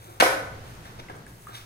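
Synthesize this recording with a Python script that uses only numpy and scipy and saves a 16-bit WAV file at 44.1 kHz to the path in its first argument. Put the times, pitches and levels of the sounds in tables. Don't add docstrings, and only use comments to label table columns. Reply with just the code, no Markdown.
import sys
import numpy as np
from scipy import signal
from scipy.fft import rfft, irfft
from scipy.io import wavfile

SR = 44100
rng = np.random.default_rng(int(sys.argv[2]) if len(sys.argv) > 2 else 0)


def transcribe(u):
    v = np.clip(np.atleast_2d(u).T, -1, 1)
    q = np.round(v * 32767).astype(np.int16)
    wavfile.write(sys.argv[1], SR, q)


N = 72765


def undb(db):
    return 10 ** (np.asarray(db) / 20)


def clock():
    return np.arange(N) / SR


def bins():
    return np.arange(N // 2 + 1) * SR / N


def along(points, hz):
    p = np.array(points, float)
    return np.interp(np.log(np.maximum(hz, 1)), np.log(p[:, 0]), p[:, 1])


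def unit(x):
    return x / np.sqrt(np.mean(x ** 2))


def colour(x, points):
    return irfft(rfft(x) * unit(undb(along(points, bins()))), N)


def noise(points):
    return colour(rng.standard_normal(N), points)


def walk(hz):
    return unit(irfft(rfft(rng.standard_normal(N)) * np.exp(-(bins() / hz) ** 2), N))


def delay(x, lag_s):
    return irfft(rfft(x, 2 * N) * np.exp(-1j * np.pi * np.arange(N + 1) * SR / N * lag_s))[:N]


def fade(start_s, t60_s):
    age_s = clock() - start_s
    return (age_s >= 0) * np.exp(-np.log(1000) * np.maximum(age_s, 0) / t60_s)


def ring(start_s, hz, t60_s, phase=0):
    return fade(start_s, t60_s) * np.sin(2 * np.pi * hz * (clock() - start_s) + phase)


def echo(x, response):
    return signal.fftconvolve(x[None], response, axes=1)[:, :N]


def direct(x, lag_s=0.0004634, right_db=-0.5):
    return np.array([x, undb(right_db) * delay(x, lag_s)])


def diffuse(spacing_s=0.0005):
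    coherence = .96 * np.sinc(2 * bins() * spacing_s)
    mid, side = rfft(rng.standard_normal((2, N)))
    mid, side = mid * np.sqrt(1 + coherence), side * np.sqrt(1 - coherence)
    return np.array([mid + side, mid - side]) / np.sqrt(2)


def air(level_db=-46.5, wander_db=3):
    # frequency in Hz, relative density in dB.
    spectrum = [(25, -1), (40, -34), (55, 4.5), (75, -2), (115, 0.5), (170, -3), (280, -10.5), (600, -14.5),
                (1600, -17.5), (2800, -23), (6500, -28.5), (7700, -33), (8700, -31.5), (15000, -37.5)]
    return colour(irfft(diffuse(), N), spectrum) * undb(level_db + wander_db * walk(hz=1.3))


def drone(hz=112, width_hz=10.7, level_db=-52.5):
    phase = 2 * np.pi * hz * clock()
    return undb(level_db) * unit(walk(width_hz) * np.sin(phase) + walk(width_hz) * np.cos(phase))


def shoes(rough_db=3, rough_hz=750):
    # peak time, rise and decay constants in seconds; sole, scrape, grit, swish levels in dB.
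    scuffs = [(.05, 0.16, 0.15, -62.5, -60.5, -58.5, -53.5), (.11, 0.071, 0.068, -50, -62.5, -69, -74),
              (0.658, 0.025, 0.2, -57.5, -53, -59.5, -57), (.855, 0.0069, 0.031, -58, -48, -50.5, -57.5),
              (0.999, 0.007, 0.0057, -36.5, -56.5, -41.5, -61),
              (1.099, 0.0049, 0.015, -35.5, -39.5, -55, -72), (1.159, 0.011, 0.026, -45, -78, -70, -57),
              (1.28, 0.0074, 0.054, -58, -79, -65.5, -55.5), (1.429, 0.049, 0.036, -99, -71, -67, -54),
              (1.486, 0.013, .025, -47, -44, -62, -56), (1.551, 0.017, 0.043, -57, -48.5, -40.5, -47)]
    # frequency in Hz, relative level in dB.
    sole = [(120, -36.5), (250, -7.5), (355, 6), (480, -3), (750, -1), (1200, -6), (4000, -37)]
    scrape = [(400, -4), (1100, 15), (1600, 15.5), (2250, -6), (2900, 0.5), (3900, -10), (8000, -44.5)]
    grit = [(800, -20), (1800, 2), (2350, 7), (2900, -1.5), (3500, 7.5), (3850, 3.5), (4700, -5), (5800, 1),
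            (7600, -30.5), (9000, -5), (15000, -39)]
    swish = [(800, -18), (2500, -18.5), (6500, 3), (7700, 4.5), (8800, 4), (12000, 1.5), (15000, 0.5)]
    parts = [noise(sole)]
    for spectrum in (scrape, grit, swish):
        parts.append(noise(spectrum) * unit(undb(rough_db * walk(rough_hz))))
    t, out = clock(), 0
    for peak_s, rise_s, decay_s, *levels_db in scuffs:
        envelope = np.exp(-np.maximum((peak_s - t) / rise_s, (t - peak_s) / decay_s))
        out = out + envelope * (undb(levels_db) @ np.array(parts))
    return out


def yard(delay_s=0.0072, build_s=0.0055):
    # frequency in Hz, t60 in seconds.
    decays = [(120, 0.03), (500, 0.76), (1500, 0.65), (3000, 0.5034), (7000, 0.5), (14000, 0.46)]
    # frequency in Hz, relative level in dB.
    spectrum = [(100, -3), (300, 0.5), (600, -2), (1500, 0), (3000, -4), (8000, 0.5), (15000, 5)]
    field, tail = diffuse(), 0
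    for band_hz, t60_s in decays:
        band = along([(hz, hz == band_hz) for hz, _ in decays], bins())
        tail = tail + irfft(field * band, N) * fade(0, t60_s)
    build = 1 - np.exp(-np.maximum(clock() - delay_s, 0) / build_s)
    return unit(colour(tail, spectrum) * build) / np.sqrt(N)


def bucket(paths, shell_db=-21, crack_db=-8, crack_t60_s=.022, scatter=0.2):
    # start in seconds, blow level in dB, hardness as cut-off in Hz, relative crack level
    # in dB, send to the walls in dB, right-side lag in seconds.
    contacts = [(0.2007, -17.5, 3870, -6.5, 6.5, 0.00047), (0.2039, -5, 4100, -1.5, 4, 0.0006),
                (0.2084, -0.5, 3460, -4, 1, 0.000493), (0.2113, -15, 2530, -8.5, 8, 0.00059),
                (0.2241, 9, 766, -29, -4, 0.00019)]
    # frequency in Hz, relative level in dB, t60 in seconds.
    modes = [(282, -11, .12), (331, -11, .11), (531, 1.5, .12), (585, -3, .05), (648, -7, .08),
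             (695, -4, .1), (753, .5, .09), (1003, -4.5, .09), (1340, -5, .05), (1484, 5, .14),
             (1528, -2, .1), (1756, -1, .08), (1880, 3.5, .07), (2185, 6.5, .05), (2340, 3, .06)]
    # frequency in Hz, relative level in dB.
    crack_spectrum = [(100, -22), (300, -4.5), (1200, 4), (2400, 0), (3200, -2.5), (6200, -11), (7700, -17),
                      (8800, -13), (13000, -19.5), (15500, -36)]
    shell = np.array([undb(shell_db + db) * ring(0, hz, t60_s, np.pi / 2) for hz, db, t60_s in modes])
    shell = signal.sosfilt(signal.butter(4, (265, 2800), "band", fs=SR, output="sos"), shell)
    force = wall_force = crack = wall_crack = 0
    for start_s, blow_db, cutoff_hz, burst_db, send_db, lag_s in contacts:
        softness = signal.butter(2, cutoff_hz, fs=SR, output="sos")
        blow = undb(blow_db) * signal.sosfilt(softness, signal.unit_impulse(N, int(start_s * SR)))
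        burst = undb(crack_db + burst_db) * fade(start_s, crack_t60_s)
        force = force + np.array([blow, delay(blow, lag_s)])
        wall_force = wall_force + undb(send_db) * blow
        crack = crack + burst
        wall_crack = wall_crack + undb(send_db) * burst
    out = echo(shell.sum(axis=0), force) + np.sqrt(1 - scatter) * direct(crack * noise(crack_spectrum))
    out += np.sqrt(scatter) * crack * np.array([noise(crack_spectrum), noise(crack_spectrum)])
    directions = len(paths)
    for k, walls in enumerate(paths):
        tones = signal.fftconvolve(wall_force, shell[k::directions].sum(axis=0))[:N]
        out += echo(tones + wall_crack * noise(crack_spectrum) / np.sqrt(directions), walls)
    return out


def linger(start_s=.226, waver_hz=28):
    # frequency in Hz, level in dB, t60 in seconds.
    tones = [(279, -42, .7), (552, -34, .8), (697, -36, .6), (992, -40, .6), (1492, -31, .8)]
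    out = np.zeros((2, N))
    for channel in out:
        for hz, db, t60_s in tones:
            phase = rng.uniform(0, 2 * np.pi) + walk(waver_hz)
            channel += undb(db) * ring(start_s, hz, t60_s, phase) * (1 + .5 * walk(waver_hz))
    return out


def ticks(walls, rise_s=.0009, t60_s=.026, snap_t60_s=.012, wet_db=-1):
    # start in seconds, pitch in Hz, ring level in dB, snap level in dB.
    taps = [(.752, 1500, -60, -51), (1.037, 1550, -43, -64), (1.0853, 2050, -35, -62),
            (1.099, 720, -34, -68), (1.101, 1620, -31, -58), (1.167, 1350, -54, -52),
            (1.2658, 1680, -36, -46), (1.4697, 1230, -28.5, -46)]
    # frequency in Hz, relative level in dB.
    snap_spectrum = [(2000, 1), (7000, -21), (8800, 25), (11000, -9), (15000, -10)]
    tones = snaps = 0
    for start_s, hz, ring_db, snap_db in taps:
        rise = 1 - np.exp(-np.maximum(clock() - start_s, 0) / rise_s)
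        overtone = undb(-4) * ring(start_s, 1.3 * hz, t60_s / 2)
        tones = tones + undb(ring_db) * rise * (ring(start_s, hz, t60_s) + overtone)
        snaps = snaps + undb(snap_db) * fade(start_s, snap_t60_s)
    return tones + snaps * noise(snap_spectrum) + undb(wet_db) * echo(tones, walls)


def scene():
    paths = [yard() for _ in range(4)]
    steps = shoes()
    feet = direct(steps) + undb(-3) * echo(steps, paths[0])
    return bucket(paths) + linger() + feet + ticks(paths[1]) + air() + drone()


def record(dry, ceiling=.92, top_hz=15600):
    limited = dry / (1 + (dry / ceiling) ** 6) ** (1 / 6)
    return signal.sosfilt(signal.ellip(8, .2, 80, top_hz, fs=SR, output="sos"), limited)


dry = scene()
out = record(dry)
transcribe(out)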